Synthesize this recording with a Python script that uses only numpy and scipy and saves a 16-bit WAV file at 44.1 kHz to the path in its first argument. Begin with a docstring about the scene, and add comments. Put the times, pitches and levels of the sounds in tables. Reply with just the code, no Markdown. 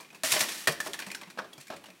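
"""Vertical blinds pushed aside

Vertical blinds are pushed aside close to the microphone in a quiet room.
Plastic slats scrape in a rush of tiny slips and slap together in ticks and short runs of contacts.
They swing with a low rustle and clack more lightly; duller knocks and springy low notes join in.
Each contact also rings the blind; a short room echo and steady filtered noise lie underneath."""
import sys
import numpy as np
from scipy import signal
from scipy.io import wavfile
from scipy.ndimage import uniform_filter1d

SR = 44100
rng = np.random.default_rng(int(sys.argv[2]) if len(sys.argv) > 2 else 0)


def to_wav(sig):
    """Store sig (one row per channel, or 1-D mono) as 16-bit WAV at the path in sys.argv[1].

    Samples outside -1..1 are clipped; the rate is SR.
    """
    pcm = np.clip(np.atleast_2d(sig), -1, 1) * 32767
    pcm = np.round(pcm).astype(np.int16)
    wavfile.write(sys.argv[1], SR, pcm.T)  # frames by channels


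N = 88200  # length in samples: 2 s

# Spectrum tables give only the shape of a sound; its loudness is set elsewhere. Slat hitting slat, levels
# before the trims below; the first row is a sound already dying away as the scene begins: [t/s, edge tick
# level/dB, body level/dB, middle level/dB, treble level/dB, ring f/Hz, ring level over the middle/dB, chatter
# t60/s]
CLACK_EVENTS = [(0.0014, -29, -48.5, -48, -48, 2430, -6, 0.15),
                (0.047, -55.5, -58.5, -50.5, -63, 2420, -6, 0.094),
                (0.1035, -40, -71, -47, -55, 2540, -3, 0.043),
                (0.1289, -37, -47, -53, -54, 1660, -4, 0.039),
                (0.1462, -48, -78, -48, -49, 2600, -0.5, 0.1),
                (0.2345, -17, -28, -23, -20.5, 1846, -7.5, 0.025),
                (0.3186, -12, -34, -29, -17, 2460, 3, 0.051),
                (0.3353, -11, -30, -24, -26.5, 1840, -20, 0.1),
                (0.3633, -28, -30, -22.5, -51, 3080, -8, 0.082),
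                (0.4046, -20, -31.5, -22, -23.5, 2240, -33, 0.12),
                (0.4861, -15, -43, -30, -37, 1570, -25, 0.093),
                (0.6724, -10, -27.5, -16, -20, 1900, -3, 0.062),
                (0.6807, -7, -27, -22, -27.5, 1710, -2.5, 0.072),
                (0.802, -39, -34, -29.5, -29.5, 1820, 3, 0.06),
                (0.8609, -33, -34.5, -36.5, -45, 1940, -3, 0.044),
                (0.8704, -19, -39.5, -44, -52, 1740, 2, 0.065),
                (0.9339, -10, -44, -37, -36.5, 3460, -20, 0.078),
                (0.9407, -44, -43.5, -35, -39, 1725, 1, 0.056),
                (0.9891, -35, -39.5, -33.5, -37.5, 1700, 0, 0.058),
                (0.9984, -25, -48, -33, -38.5, 1620, -5, 0.075),
                (1.0209, -25, -48, -31.5, -45, 1740, -34, 0.066),
                (1.0647, -27, -43.5, -41, -43, 1960, -23, 0.11),
                (1.1022, -30, -67, -39, -46, 2180, -2, 0.044),
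                (1.1143, -28, -62, -33.5, -35.5, 2460, -8.5, 0.05),
                (1.1477, -18.5, -65, -34, -35, 1640, -0.5, 0.06),
                (1.2134, -25, -44.5, -44, -46.5, 2470, -2.5, 0.086),
                (1.2334, -28.5, -53, -35, -55, 2020, -9.5, 0.032),
                (1.272, -42, -50, -51, -58, 2700, -11, 0.052),
                (1.3004, -34, -57, -42, -47, 1720, -10, 0.077),
                (1.3886, -27, -33.5, -33, -53, 1510, 2.5, 0.062),
                (1.5314, -34, -56, -49, -46.5, 3290, 4, 0.054),
                (1.5788, -43, -51, -62, -46, 2420, 4, 0.044), (1.611, -40, -66, -60, -44, 2570, 3, 0.036),
                (1.6693, -40, -70, -52, -48, 1600, 1, 0.06),
                (1.6802, -42, -68, -49.5, -48, 2270, 1.5, 0.041),
                (1.763, -33, -60, -47, -49.5, 1640, -16, 0.1),
                (1.8398, -34, -45, -45.5, -49, 2820, -9, 0.043),
                (1.8578, -33, -56, -49, -53, 2920, -3, 0.11),
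                (1.9019, -61, -51, -43.5, -50, 2560, -12, 0.028)]
# Spectra of the low, middle and high parts of a clack: [f/Hz, level per Hz/dB]
BODY_SPECTRUM = [(60, -57), (130, -6), (300, -2), (480, 0), (700, 0.5), (1100, 3), (1800, -9.5),
                 (5000, -63)]
MIDDLE_SPECTRUM = [(300, -27.5), (900, -6), (1300, -7), (1800, 3.5), (2700, -0.5), (3600, -4), (5500, -7.5),
                   (12000, -48.5)]
TREBLE_SPECTRUM = [(1000, -42), (3000, -22), (4500, 3.5), (6500, 0.5), (9000, -1), (12000, -7),
                   (16000, -11.5)]
# Spectrum of the edge tick: [f/Hz, level per Hz/dB]
TICK_SPECTRUM = [(100, -4), (600, -12), (2000, -9), (3300, 27.5), (5000, 9), (9000, 10.5), (16000, -33)]
# Dull knocks of whole slats: [t/s, level/dB, t60/s]
KNOCK_EVENTS = [(.235, -30.5, 0.024), (.674, -30, 0.038), (.682, -30.5, 0.04), (.862, -39.5, 0.14),
                (1.225, -60, 0.069), (1.374, -39.5, 0.076), (1.3845, -33, 0.035), (1.389, -32.5, 0.048),
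                (1.418, -44.5, 0.057), (1.444, -47.5, 0.099), (1.528, -58, .1), (1.581, -54.5, 0.065),
                (1.701, -36, 0.12), (1.723, -40, 0.059), (1.735, -38.5, 0.065), (1.764, -62, 0.055),
                (1.885, -51, 0.089)]
# Spectrum of the noisy part of a knock: [f/Hz, level per Hz/dB]
KNOCK_SPECTRUM = [(60, -27.5), (150, -8.5), (330, -1.5), (620, -2), (900, 0.5), (1500, -12), (2300, -11.5),
                  (4200, -14), (8000, -25), (16000, -36)]
# Low notes of a knocked slat: [f/Hz, level within the knock/dB, t60/s]
SLAT_MODES = [(267, -10.5, 0.035), (524, -19.5, 0.26), (644, -4, 0.075), (758, -8.5, 0.071),
              (1040, -25, 0.043), (1110, -34, 0.2), (1297, -8, 0.085), (1554, -13, 0.029),
              (1622, -2.5, 0.036)]
# Low bending notes of slats that spring back: [t/s, level before doubling/dB, f/Hz]
FLEX_EVENTS = [(.235, -38, 644), (0.235, -42.5, 275), (0.323, -43.5, 138), (.360, -35.5, 613),
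               (0.401, -47.5, 160), (.674, -37, 385), (.677, -32, 455.5), (0.687, -36, 152.4),
               (.885, -45, 399), (1.066, -44, 193.5), (1.272, -51.5, 185), (1.392, -47.5, 205),
               (1.579, -52, 144), (1.894, -55, 182)]
# Loudness curve of slats sliding over each other, before the waver: [t/s, level/dB]
SLIDE_LEVEL = [(.232, -92), (0.24, -31), (.258, -28), (.283, -32.5), (.313, -30), (0.324, -21.5),
               (.332, -29), (.345, -30), (.385, -34), (.402, -31.5), (.412, -25.5), (.424, -38), (.44, -34),
               (.465, -42), (.51, -38.5), (.575, -41), (0.648, -44.5), (.70, -65), (0.724, -35.5),
               (.76, -63), (.85, -46), (.875, -37.5), (.89, -52.5), (1.15, -60), (1.3, -80), (1.57, -77),
               (1.614, -47.5), (1.64, -64.5), (2, -94)]
# Spectrum of the scraping: [f/Hz, level per Hz/dB]
SCRAPE_SPECTRUM = [(80, -32), (200, -18), (600, -8), (1100, -2.5), (1900, 4.5), (3300, 2.5), (5800, 2),
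                   (9000, 0), (12000, -3.5), (16000, -11.5)]
# Resonances of the slats and their rail: [f/Hz, gain/dB, t60/s]
BLIND_MODES = [(487, -10, 0.21), (624, -0.5, 0.086), (1120, -5.5, 0.091), (1440, -30, 0.26),
               (1795, -11.5, 0.038), (2310, -21, 0.15), (2395, 1.5, 0.14), (2580, -3, 0.5),
               (3030, -14, 0.3), (5557, 6.5, 0.21), (5780, -1, 0.17)]
# How long the room echo lasts at each frequency: [f/Hz, t60/s]
ROOM_DECAY = [(100, 0.57), (400, 0.53), (900, 0.25), (1600, 0.3), (3000, 0.38), (9000, 0.25), (16000, 0.31)]
# Spectrum of the quiet room: [f/Hz, level per Hz/dB]
HUSH_SPECTRUM = [(25, -15), (50, -48), (95, -10), (125, -3), (185, 7), (240, 1.5), (450, -8), (900, -11),
                 (2400, -5.5), (5000, -13), (10000, -16), (16000, -22)]
# Loudness curve of the rustle of the swaying slats: [t/s, level/dB]
SWAY_LEVEL = [(0, -51.5), (.07, -74), (.15, -56), (.22, -68.5), (.33, -45.5), (.44, -50), (.52, -55),
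              (.62, -57.5), (.78, -56), (.88, -51), (.96, -58), (1.161, -54), (1.25, -65.5), (1.35, -63.5),
              (1.45, -61), (1.6, -60.5), (1.66, -86), (1.76, -56), (2, -70.5)]
# Spectrum of that rustle: [f/Hz, level per Hz/dB]
SWAY_SPECTRUM = [(30, -3), (80, -15), (140, -9.5), (200, 0.5), (340, 4.5), (500, -6), (1000, -4),
                 (2500, -29.5), (8000, -33)]

# t60 is the time a sound takes to die away by 60 dB.
BODY_TRIM_DB, MIDDLE_TRIM_DB, TREBLE_TRIM_DB, TICK_TRIM_DB = -2.5, -2.5, 0, -10
BODY_LINGER = 1.67  # the body's t60 as a multiple of the chatter's
CHATTER_RISE_S, CHATTER_GRAIN_DB = 0.00083, 5.5
REBOUND_S, REBOUND_DB = 0.002, 2
RING_T60_S, RING_RISE_S, RING_WIDTH_HZ = 0.04, 0.0009, 232
FLEX_RISE_S, FLEX_T60_S = 0.0042, 0.13
SLIPS_PER_S, SLIP_SPREAD_DB, SLIDE_WAVER_DB = 18000, 1, 1.67
RATTLES_PER_S, RATTLE_LEAST_DB, RATTLE_SPREAD_DB, RATTLE_T60_S = 65, -61.5, 2, 0.02
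ROOM_DB, ROOM_DELAY_S, ROOM_FLUTTER_HZ = -9.5, 0.005, 60.07
HUSH_DB = -60
LOW_CUT_HZ, HIGH_CUT_HZ = 81, 16000


def amp(db):
    """Turns decibels into a plain gain."""
    return 10 ** (np.asarray(db) / 20)


def unit(x):
    """Scales a signal to an rms (average strength) of 1."""
    return x / np.sqrt(np.mean(x ** 2) + 1e-20)


def read(points, hz):
    """Reads a curve between its points, along a log-frequency axis."""
    f, value = np.transpose(points)
    return np.interp(np.log(hz + 1), np.log(f + 1), value)


def add(mix, s, sound):
    """Adds a sound to the mix at time s, cutting what runs past the end."""
    part = mix[max(round(s * SR), 0):][:len(sound)]
    part += sound[:len(part)]


def colour(points, size=2048):
    """Makes a filter of energy 1 with the given spectrum that responds as early as it can."""
    hz = abs(np.fft.fftfreq(size, 1 / SR))
    log_gain = np.log(amp(read(points, hz)))
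    # The Hilbert transform supplies the phase that puts the energy first.
    response = np.fft.ifft(np.exp(np.conj(signal.hilbert(log_gain)))).real
    return response / np.linalg.norm(response)


def through(x, response):
    """Filters a signal and keeps its length."""
    return signal.fftconvolve(x, response)[:len(x)]


def dying(t, t60, rise):
    """A quick rise, then an exponential decay."""
    return (1 - np.exp(-t / rise)) * np.exp(-np.log(1000) * t / t60)


def chance(per_s):
    """Picks random moments at the given average rate."""
    return rng.random(N) < per_s / SR


def chatter(count, spread_db):
    """Dense tiny contacts of uneven size, evened out to a steady local power."""
    x = rng.standard_normal(count) * amp(spread_db * rng.standard_normal(count))
    local_power = abs(uniform_filter1d(x ** 2, size=130))
    return x / np.sqrt(local_power + 1e-12)


def burst(t, t60):
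    """A dying run of contacts, bunched by uneven rebounds."""
    envelope = dying(t, t60, CHATTER_RISE_S)
    rebounds = unit(uniform_filter1d(rng.standard_normal(len(t)), int(REBOUND_S * SR)))
    x = chatter(len(t), CHATTER_GRAIN_DB) * amp(REBOUND_DB * rebounds) * envelope
    # Give the uneven run the same energy as its smooth envelope.
    return x * np.linalg.norm(envelope) / np.linalg.norm(x)


def clacks():
    """An edge ticks, the two slats rebound and chatter against each other, and one rings."""
    out, t = np.zeros(N), np.arange(SR // 4) / SR
    body, tick = colour(BODY_SPECTRUM), colour(TICK_SPECTRUM)
    middle, treble = colour(MIDDLE_SPECTRUM), colour(TREBLE_SPECTRUM)
    tick = tick / abs(tick).max()
    for s, tick_db, body_db, middle_db, treble_db, hz, ring_db, t60 in CLACK_EVENTS:
        sound = amp(body_db + BODY_TRIM_DB) * through(burst(t, t60 * BODY_LINGER), body)

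        contacts = burst(t, t60)
        upper = amp(middle_db + MIDDLE_TRIM_DB) * middle + amp(treble_db + TREBLE_TRIM_DB) * treble
        sound += through(contacts, upper)

        # The contacts drive a resonance; keeping only its phase gives a slightly rough tone.
        resonance = t * np.exp(2j * np.pi * hz * t - np.pi * RING_WIDTH_HZ * t)
        tone = np.sin(np.angle(through(contacts, resonance)))
        sound += amp(middle_db + ring_db) * 2 * tone * dying(t, RING_T60_S, RING_RISE_S)

        add(out, s, sound)
        add(out, s, amp(tick_db + TICK_TRIM_DB) * tick)
    return out


def slide():
    """Thousands of tiny slips as the ribbed slats rub over each other."""
    size_db = SLIP_SPREAD_DB * np.minimum(rng.exponential(1, N), 3)
    slips = rng.standard_normal(N) * amp(size_db) * chance(SLIPS_PER_S)
    waver = unit(uniform_filter1d(rng.standard_normal(N), size=300))
    level_db = np.interp(np.arange(N) / SR, *np.transpose(SLIDE_LEVEL))
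    return through(unit(slips) * amp(level_db + SLIDE_WAVER_DB * waver), colour(SCRAPE_SPECTRUM))


def knocks():
    """Softer, broader contacts that ring the low modes (natural notes) of a slat."""
    out, t, dull = np.zeros(N), np.arange(SR // 4) / SR, colour(KNOCK_SPECTRUM)
    for s, db, t60 in KNOCK_EVENTS:
        sound = through(burst(t, t60), dull)
        for hz, mode_db, mode_t60 in SLAT_MODES:
            note = np.sin(2 * np.pi * (hz * t + rng.random()))
            sound += amp(mode_db) * note * dying(t, mode_t60, rise=0.00033)
        add(out, s, amp(db) * sound)
    return out


def flexes():
    """A bent slat springs back with a short, low, decaying note."""
    out, t = np.zeros(N), np.arange(SR // 3) / SR
    for s, db, hz in FLEX_EVENTS:
        note = 2 * np.sin(2 * np.pi * hz * t)
        add(out, s, amp(db) * note * dying(t, FLEX_T60_S, FLEX_RISE_S))
    return out


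def rattles():
    """Faint chance touches between slats further along the rail, each a burst of noise."""
    size_db = RATTLE_LEAST_DB + RATTLE_SPREAD_DB * np.minimum(rng.exponential(1, N), 3)
    touches = amp(size_db) * chance(RATTLES_PER_S)
    loudness = through(touches, dying(np.arange(SR // 8) / SR, RATTLE_T60_S, CHATTER_RISE_S))
    tone = colour(MIDDLE_SPECTRUM) + 0.44 * colour(TREBLE_SPECTRUM)
    return through(loudness * rng.standard_normal(N), tone)


def sway():
    """The long slats rustle and bump softly while they swing: noise that swells and fades."""
    level_db = np.interp(np.arange(N) / SR, *np.transpose(SWAY_LEVEL))
    return through(rng.standard_normal(N) * amp(level_db), colour(SWAY_SPECTRUM))


def blind_ring(x):
    """Every contact also rings the hanging slats and their rail."""
    t = np.arange(SR // 2) / SR
    response = np.zeros(len(t))
    for hz, db, t60 in BLIND_MODES:
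        # This scale makes the table's gain the gain at the peak of the resonance.
        scale = 2 * np.log(1000) / (t60 * SR)
        response += amp(db) * scale * np.cos(2 * np.pi * hz * t) * dying(t, t60, rise=0.00017)
    return through(x, response)


def room(x):
    """A diffuse echo whose bass lasts longest; its fine pattern keeps shifting."""
    count = SR * 3 // 4
    out, delay = np.zeros(N), np.zeros(int(ROOM_DELAY_S * SR))
    for k in range(3):
        # Sparse random reflections die away at a different speed in each frequency band.
        reflections = rng.standard_normal(count) * (rng.random(count) < 0.1)
        hz, t, bands = signal.stft(reflections, SR, nperseg=256)
        decay = np.exp(-np.log(1000) * t / read(ROOM_DECAY, hz)[:, None])
        tail = signal.istft(bands * decay, SR, nperseg=256)[1]
        # The sound moves between three echoes while their total power stays steady.
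        turn = 2 * np.pi * ROOM_FLUTTER_HZ * np.arange(N) / SR
        share = np.sqrt(2 / 3) * np.cos(turn + np.pi * k / 3)
        out += through(x * share, np.concatenate([delay, tail / np.linalg.norm(tail)]))
    return out


def hush():
    """The steady background of the room: filtered noise."""
    return amp(HUSH_DB) * unit(through(rng.standard_normal(N), colour(HUSH_SPECTRUM)))


def scene():
    """The blinds in their room, as one channel."""
    contacts = clacks() + slide() + knocks() + rattles()
    blinds = contacts + blind_ring(contacts)
    mix = blinds + flexes() + sway() + amp(ROOM_DB) * room(blinds) + hush()
    return mix[None]


def record(dry):
    """The small microphone's bass roll-off, then the recorder's upper band limit."""
    bass_cut = signal.butter(2, LOW_CUT_HZ, "highpass", fs=SR, output="sos")
    thin = signal.sosfilt(bass_cut, dry)
    band_limit = signal.firwin(401, HIGH_CUT_HZ, window=("kaiser", 8), fs=SR)
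    return signal.oaconvolve(thin, band_limit[None], "same")


dry = scene()
out = record(dry)
to_wav(out)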